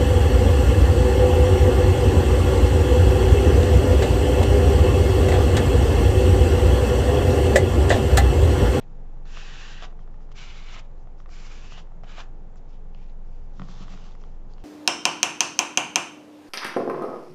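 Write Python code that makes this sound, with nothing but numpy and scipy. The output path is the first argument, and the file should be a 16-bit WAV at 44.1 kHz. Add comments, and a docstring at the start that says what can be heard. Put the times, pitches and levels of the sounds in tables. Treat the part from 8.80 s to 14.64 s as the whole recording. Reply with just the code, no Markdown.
"""Throughout, an air conditioner gives a very low shaft tone, a wavering hum and a rush of air.
From 0.4 to 3.5 s a plastic card is drawn over paper on a craft table in four strokes: noisy catches
drive the modes of card, table and sheet. Hands, bottles and a bracelet rustle (noise swells) and tick
(short damped modes) around and after them; from 4.7 s things are dragged and knock on the table.
A short room tail follows the hands; the microphone falls off steeply near 8 kHz."""
import sys
import numpy as np
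from scipy import signal
from scipy.fft import rfft, irfft, next_fast_len
from scipy.io import wavfile
from scipy.ndimage import uniform_filter1d, map_coordinates

SR = 44100
rng = np.random.default_rng(int(sys.argv[2]) if len(sys.argv) > 2 else 0)


def attenuation_scalar(level_db):
    """Turn a level in dB into a linear amplitude multiplier (20 dB per decade)."""
    decades = np.asarray(level_db, float) / 20
    return 10 ** decades


def materialize(psi):
    """Save the field psi as 16-bit PCM at rate SR to the path in sys.argv[1].

    A 1-D psi becomes a single channel; in a 2-D psi each row is a channel.
    """
    bounded = np.clip(np.atleast_2d(psi).T, -1, 1)
    quanta = np.round(bounded * 32767).astype(np.int16)
    wavfile.write(sys.argv[1], SR, quanta)


N = 257531

# Modes of the rubbed table top. Each row: centre in Hz, nominal width in Hz, relative level in dB.
TABLE_MODES = [(790, 410, 6.5), (1135, 280, 9), (1640, 53, -12)]


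def unit(x):
    """Scaled to rms 1."""
    return x / np.sqrt(np.mean(x ** 2) + 1e-20)


def along(points, hz):
    """(Hz, value) points interpolated on a log frequency axis."""
    f, v = np.transpose(points)
    return np.interp(np.log(hz + 1), np.log(f + 1), v)


def wobble(knots_per_s):
    """A smooth random curve through normal random knots."""
    knots = rng.standard_normal(int(N * knots_per_s / SR) + 4)
    return map_coordinates(knots, [np.arange(N) * knots_per_s / SR])


def filtered(x, response):
    """x times a response of frequency."""
    m = next_fast_len(N + 8192)
    return irfft(rfft(x, m) * response(np.fft.rfftfreq(m, 1 / SR)), m)[..., :N]


def resonance(hz, centre_hz, width_hz):
    """Complex response of one mode, 1 at its centre."""
    return 1j * hz * width_hz / (centre_hz ** 2 - hz ** 2 + 1j * hz * width_hz)


def body(modes):
    """Response of several modes, their powers added."""
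    return lambda hz: np.sqrt(sum(np.abs(attenuation_scalar(db) * resonance(hz, c, w)) ** 2 for c, w, db in modes))


def ring(hz, t60_s, t, attack_s):
    """One damped mode with a soft attack."""
    return np.sin(2 * np.pi * hz * t) * attenuation_scalar(-60 * t / t60_s) * (1 - np.exp(-t / attack_s))


def grit(per_s, spread_db, smooth):
    """Fibres catching the edge: dense impulses of uneven size on smooth noise."""
    size_db = spread_db * np.minimum(rng.exponential(size=N), 3)
    hits = (rng.random(N) < per_s / SR) * attenuation_scalar(size_db)
    return smooth * rng.standard_normal(N) + unit(hits * rng.standard_normal(N))


def columns(tables):
    """A gate open inside the tables, with 4 ms edges, then one value per sample for each column."""
    t, rows = np.arange(N) / SR, np.concatenate(tables)
    gate = sum(np.clip(np.minimum(t - r[0][0], r[-1][0] - t) / 0.004, 0, 1) for r in tables)
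    return [gate] + [np.interp(t, rows[:, 0], c) for c in rows[:, 1:].T]


def patches(shape, patchy_db):
    """Random gain over frequency and time, smoothed mostly along time."""
    field = uniform_filter1d(rng.standard_normal(shape), size=2, axis=0)
    field = uniform_filter1d(field, size=24, axis=1)
    return attenuation_scalar(patchy_db * unit(field))


def gliding(x, modes, bend, patchy_db):
    """x through modes whose pitch follows the bend, every moment at equal filter power; rms 1."""
    hz, t, z = signal.stft(x, SR, nperseg=512, noverlap=384)
    bend = np.interp(t, np.arange(N) / SR, bend)
    # exponent above 2 sharpens the modes
    power = sum(attenuation_scalar(2 * db) * np.abs(resonance(hz[:, None], centre * bend, width)) ** 2.6
                for centre, width, db in modes)
    gain = np.sqrt(power / power.mean(axis=0)) * patches(z.shape, patchy_db)
    return unit(signal.istft(z * gain, SR, nperseg=512, noverlap=384)[1][:N])


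def rubbing():
    """One stream of catches drives the card, the table and the sheet; the grip bends and stops the card."""
    # Press in each stroke, one list a stroke. Each row: time in seconds, level in dB.
    press = [
        [(0.44, -96), (0.458, -64.5), (0.582, -50), (0.608, -51), (0.804, -49.5), (0.992, -53), (1.036, -49),
         (1.054, -50), (1.074, -67), (1.12, -75)],
        [(1.535, -85), (1.557, -55), (1.589, -48), (1.853, -54.5), (1.959, -46), (1.965, -49.5), (1.995, -48),
         (2.019, -71), (2.07, -72)],
        [(2.48, -84), (2.504, -64.5), (2.536, -55.5), (2.566, -54), (2.908, -55.5), (2.926, -53.5),
         (2.992, -52.5), (3.01, -64.5), (3.078, -89), (3.08, -83)],
        [(3.24, -49), (3.248, -69), (3.294, -57.5), (3.308, -58.5), (3.406, -50), (3.432, -66.5), (3.5, -84)],
    ]
    # Grip per stroke. Each row: time the card digs in to stop in seconds, then shares in dB of its
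    # low modes, its stiff edge, the table, the paper.
    grip = [(1.033, -3.5, -1, -7, -4.5), (1.977, -13, -0.5, -10, -10), (2.984, -11, -4.5, -8, -4.5),
            (3.394, -2, 0.5, -6, -7.5)]
    # Bend per stroke. Each row: pitch factor at the start, pitch factor at the stop.
    bend_factors = [(1.16, 1.21), (1.01, .99), (1.02, 1.3), (1.05, 1.1)]
    # Unbent card: finger-damped low modes, flexing mode, stiff edge modes; then the sheet under it.
    # Each row of the four: centre in Hz, nominal width in Hz, relative level in dB.
    held_modes = [(1330, 150, 0), (1550, 120, 0)]
    flex_modes = [(2270, 330, 0)]
    stiff_modes = [(2980, 280, 0), (3520, 330, -2.5), (4000, 350, -6)]
    sheet_modes = [(4780, 560, 0.9), (5470, 500, 0), (6070, 740, -0.77), (7040, 900, -3)]
    dig_s, dig_table_db, dig_paper_db = 0.021, 8.5, -1  # digging in loads the table, mutes the paper
    slowing_db_per_s = -13  # paper hiss fades as the hand slows
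    flick_s, flick_db = 0.031, 6.5  # and flicks up when the card lifts
    patchy_db = 1.4

    shared = unit(grit(1500, 0.73, smooth=3.1)) * attenuation_scalar(1.2 * wobble(38.68))
    gate, press_db = columns(press)
    t = np.arange(N) / SR
    starts = np.array([rows[0][0] for rows in press])
    stroke = np.maximum(np.searchsorted(starts, t) - 1, 0)
    stop, held_db, stiff_db, table_db, paper_db = np.array(grip)[stroke].T
    first, last = np.array(bend_factors)[stroke].T
    since = t - starts[stroke]
    progress = np.clip(since / (stop - starts[stroke]), 0, 1)
    bend = first + (last - first) * progress ** 3  # changes late in the stroke
    dig = np.exp(-((t - stop) / dig_s) ** 2)
    flick = np.clip((t - stop) / flick_s, 0, 1)
    still = np.ones(N)

    card = gliding(shared, flex_modes, bend, patchy_db)
    card = unit(card + attenuation_scalar(stiff_db) * gliding(shared, stiff_modes, still, patchy_db))
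    card = card + attenuation_scalar(held_db) * gliding(shared, held_modes, bend, patchy_db)

    table_db = table_db + dig_table_db * np.maximum(dig, t > stop) + 1.0 * wobble(25)
    table = attenuation_scalar(table_db) * gliding(shared, TABLE_MODES, still, patchy_db)

    paper_db = paper_db + slowing_db_per_s * since + dig_paper_db * dig + flick_db * flick
    hiss = attenuation_scalar(paper_db + 2.0 * wobble(30)) * gliding(shared, sheet_modes, still, patchy_db)
    return gate * attenuation_scalar(press_db) * (card + table + hiss)


def sliding(x, centre_hz, width_hz, patchy_db):
    """x through a moving resonance, sharpened by squaring, at rms 1."""
    hz, t, z = signal.stft(x, SR, nperseg=512, noverlap=384)
    centre_hz = np.interp(t, np.arange(N) / SR, centre_hz)
    gain = np.abs(resonance(hz[:, None], centre_hz, width_hz)) ** 2 * patches(z.shape, patchy_db)
    return unit(signal.istft(z * gain, SR, nperseg=512, noverlap=384)[1][:N])


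def rustling():
    """A soft swish of many small catches; a drag also shakes the table."""
    # Hands, sleeves and bottles brushing things. Each row: start in seconds, length in seconds,
    # level in dB, centre in Hz, hiss share in dB.
    brushes = [(0.0, 0.054, -64.5, 2500, -34), (1.189, 0.065, -77.5, 3200, -3), (1.393, .08, -81, 2500, 4),
               (1.512, 0.022, -62, 2700, -6), (2.177, .09, -83, 2500, 6.5), (2.364, .08, -77.5, 2390, 5),
               (3.76, .04, -78.5, 2550, 8), (3.871, .06, -74, 2500, -1), (3.91, .09, -72.5, 3000, -10),
               (4.12, 0.25, -68.5, 2370, -13), (4.403, 0.4, -83, 2500, -0.5), (4.72, 0.16, -70, 3140, 0.5),
               (4.817, 0.32, -62, 3390, -3.5), (5.076, 0.14, -59, 2620, -6), (5.159, 0.21, -66.5, 2940, -2),
               (5.307, 0.29, -72.5, 2500, -2), (5.678, 0.11, -75, 2990, -0.5),
               (5.76, 0.13, -70.5, 2910, -7)]
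    # Bottles dragged on the table. Each row: time in seconds, level in dB.
    drag = [(4.822, -62), (4.984, -55), (5.128, -58.5), (5.33, -62)]
    rise, fall = 0.35, 0.6  # shares of a brush
    patchy_db = 1.6

    shared = grit(1500, 2.8, smooth=1.4) * attenuation_scalar(1.5 * wobble(30))
    start, length, db, hz, hiss_db = np.transpose(brushes)[..., None]
    u = (np.arange(N) / SR - start) / length
    size = attenuation_scalar(db) * np.clip(np.minimum(u / rise, (1 - u) / fall), 0, 1)
    fidget = attenuation_scalar(-90.5 + 1.3 * wobble(15))  # the hands are never quite still
    level = size.sum(axis=0) + fidget
    centre_hz = ((size * hz).sum(axis=0) + fidget * hz.mean()) / level
    brush = level * sliding(shared, centre_hz, 1540, patchy_db)
    hiss_level = (size * attenuation_scalar(hiss_db)).sum(axis=0) + fidget
    hiss = hiss_level * sliding(shared, np.full(N, 5440), 3200, patchy_db)
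    dragging, drag_db = columns([drag])
    shaken = unit(filtered(shared, body(TABLE_MODES)))
    return brush + hiss + dragging * attenuation_scalar(drag_db) * shaken


def faint_ticks():
    """Tick rows (time, snap dB, edge dB, edge Hz, wood dB), three a second, scattered by chance."""
    s, a, b = rng.random((round(3 * N / SR), 3)).T
    db = -59 + 8 * a
    return np.transpose([s * N / SR, db, db - 24, 3200 + 1600 * b, -5 + 0 * s])


def ticks():
    """Each tick is a few cycles: a dull snap, a bright edge of its own pitch and the table under it."""
    # Each row: time in seconds, snap gain in dB, edge level in dB rms over 4 ms, edge pitch in Hz,
    # wood share in dB relative to the snap gain.
    placed = [(0.4544, -41.5, -62, 4200, -10), (0.5721, -26, -52, 3490, -10.5),
              (1.0244, -30.5, -44, 3230, -2), (1.0331, -27.5, -50, 3270, -9.5),
              (1.0424, -31, -51, 3240, -5.5), (1.1263, -43.5, -72, 3380, -3.5),
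              (1.1917, -38, -68, 3340, -11), (1.2765, -42, -76, 3530, -7),
              (1.3423, -41.5, -77, 3220, -19.5), (1.4057, -45, -78, 3400, -8),
              (1.4915, -48, -78, 3400, -14), (1.5165, -39, -66, 4300, -11), (1.9644, -30.5, -49, 3150, -13),
              (2.2727, -43, -73, 3400, -1), (2.4019, -35.5, -62, 3140, -15),
              (2.4598, -33.5, -66, 3580, -17), (2.4917, -39, -70, 4700, -6.5), (2.922, -33, -60, 2800, -13),
              (2.978, -47, -59, 3500, 9), (3.0724, -45, -77, 3230, -8), (3.1198, -45, -79, 3750, 0.5),
              (3.2355, -35.5, -62.5, 5150, 1.5), (3.3194, -40, -58, 3370, -12),
              (3.3822, -30.5, -49.5, 3360, 1.5), (3.4044, -37, -46.5, 3350, -7),
              (3.7579, -44.5, -65.5, 7530, -3.5), (4.1475, -41, -54.5, 2900, -15),
              (4.2974, -54, -68, 3950, -4), (4.7965, -28, -53, 3350, -20), (4.8184, -27.5, -52, 3080, -10),
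              (4.8868, -38, -62, 4590, -17), (5.0818, -34, -57, 3300, -13), (5.1372, -35, -58, 3930, -7),
              (5.1756, -35.5, -64, 3410, -14), (5.2894, -53, -67, 3440, -11), (5.3204, -54, -60, 3560, -4),
              (5.3517, -38, -66, 5050, -21), (5.4164, -46, -65, 5770, 0), (5.438, -35, -59, 3170, -19),
              (5.5474, -56, -73, 3500, -4), (5.7364, -50, -57.5, 4620, -3), (5.7818, -41, -61, 2700, -18)]
    # Fingertip side of a tick. Each row: nominal pitch in Hz, nominal level in dB, t60 in seconds.
    snap_modes = [(1197, 8, 0.0049), (1750, -4, 0.0066), (2500, -14.5, 0.01)]

    out, t = np.zeros(N + SR), np.arange(2048) / SR
    rows = np.concatenate([placed, faint_ticks()])
    chance = rng.standard_normal((len(rows), 2, len(snap_modes)))
    for (s, db, bright_db, bright_hz, wood_db), (level, pitch) in zip(rows, chance):
        jitter_db, detune = 1.2 * level, 1 + 0.03 * pitch
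        snap = sum(attenuation_scalar(mode_db + g) * ring(hz * p, t60, t, 0.00076)
                   for (hz, mode_db, t60), g, p in zip(snap_modes, jitter_db, detune))
        wood = attenuation_scalar(wood_db) * ring(721, 0.02, t, 0.00022)
        edge = ring(bright_hz, 0.0055, t, 0.00011) + 0.5 * ring(1.45 * bright_hz, 0.004, t, 0.0002)
        edge /= np.sqrt(np.mean(edge[:SR // 250] ** 2))  # rms 1 over 4 ms
        out[round(s * SR):][:len(t)] += attenuation_scalar(db) * (snap + wood) + attenuation_scalar(bright_db) * edge
    return out[:N]


def knocks():
    """Things set down: soft blows ring the low modes of the table board."""
    # Each row: time in seconds, gain in dB.
    blows = [(4.763, -44), (4.799, -30), (4.821, -34), (4.841, -45), (4.876, -57), (5.007, -34),
             (5.11, -40), (5.137, -37), (5.18, -44)]
    # Low modes of the board. Each row: pitch in Hz, relative level in dB, t60 in seconds.
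    board = [(92.7, -10, 0.12), (139.4, -2, 0.11), (177, 1, .12), (244, -6, 0.07), (497, -15, 0.06)]

    out, t = np.zeros(N + SR), np.arange(SR // 3) / SR
    thud = sum(attenuation_scalar(db) * ring(hz, t60, t, attack_s=0.0025) for hz, db, t60 in board)
    for s, db in blows:
        out[round(s * SR):][:len(t)] += attenuation_scalar(db) * thud
    return out[:N]


def room(x):
    """Convolution with a noise tail in which each frequency dies at its own speed."""
    # Each row: frequency in Hz, t60 in seconds.
    decay = [(200, 0.63), (2000, 0.17), (8000, 0.038)]
    hz, t, z = signal.stft(rng.standard_normal(SR // 2), SR, nperseg=256)
    tail = signal.istft(z * attenuation_scalar(-60 * t / along(decay, hz)[:, None]), SR, nperseg=256)[1]
    late = np.pad(x, (300, 0))  # delay in samples
    return signal.fftconvolve(late, tail / np.linalg.norm(tail))[:N]


def conditioner():
    """Shaft tone of drifting pitch, motor hum as narrow noise bands, and shaped noise for the air."""
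    # Shaft tone. Each row: time in seconds, pitch in Hz, level in dB rms before the flutter.
    shake = [(0.3, 21.56, -34.6), (0.7, 21.57, -34.7), (1.1, 21.57, -34.0), (1.5, 21.56, -34.6),
             (1.9, 21.63, -35.1), (2.3, 21.62, -35.5), (2.7, 21.53, -35.6), (3.1, 21.6, -35.7),
             (3.5, 21.65, -34.6), (3.9, 21.41, -34.3), (4.3, 21.34, -33.5), (4.7, 21.24, -34.3),
             (5.1, 21.44, -33.7), (5.5, 21.54, -34.3)]
    # Motor hum. Each row: centre in Hz, width in Hz, level in dB rms.
    hum_bands = [(59.9, 6.7, -55.5), (119.6, 6.4, -61), (168.1, 7.4, -60)]
    # Spectrum of the air. Each row: frequency in Hz, relative density in dB.
    air_shape = [(15, -14.5), (30, 0), (45, -6), (86, -10), (119, -2.5), (144, -8.5), (227, -12.5),
                 (294, -16), (483, -14), (625, -20.5), (810, -16.5), (1000, -24.5), (4750, -51.5),
                 (7800, -48), (10100, -91.5), (17200, -120)]

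    t = np.arange(N) / SR
    s, hz, db = np.transpose(shake)
    phase = 2 * np.pi * np.cumsum(np.interp(t, s, hz)) / SR + 1.37
    flutter_db = 1.2 * wobble(5.9)
    shaft = np.sqrt(2) * attenuation_scalar(np.interp(t, s, db) + flutter_db) * np.cos(phase)
    hum = sum(attenuation_scalar(db) * unit(filtered(rng.standard_normal(N), lambda f: resonance(f, c, w)))
              for c, w, db in hum_bands)
    air = unit(filtered(rng.standard_normal(N), lambda f: attenuation_scalar(along(air_shape, f))))
    gusts = attenuation_scalar(0.6 * wobble(3))
    return shaft + hum + attenuation_scalar(-51.5) * gusts * air


def scene():
    """Hands close by with their room tail, the machine everywhere."""
    hands = rubbing() + rustling() + ticks() + knocks()
    return (hands + attenuation_scalar(-14.5) * room(hands) + conditioner())[None]


def band_limit(x):
    """A steep low-pass at the top of the band."""
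    return signal.sosfilt(signal.butter(12, 8150, fs=SR, output="sos"), x)


def record(dry):
    """Narrow-band microphone: a steep fall near 8 kHz."""
    # Each row: frequency in Hz, gain in dB.
    mic_edge = [(7300, 0), (7800, -7), (8050, -14.5), (8200, -37)]
    mix = filtered(dry, lambda hz: attenuation_scalar(along(mic_edge, hz)))
    return band_limit(mix)


dry = scene()
out = record(dry)
materialize(out)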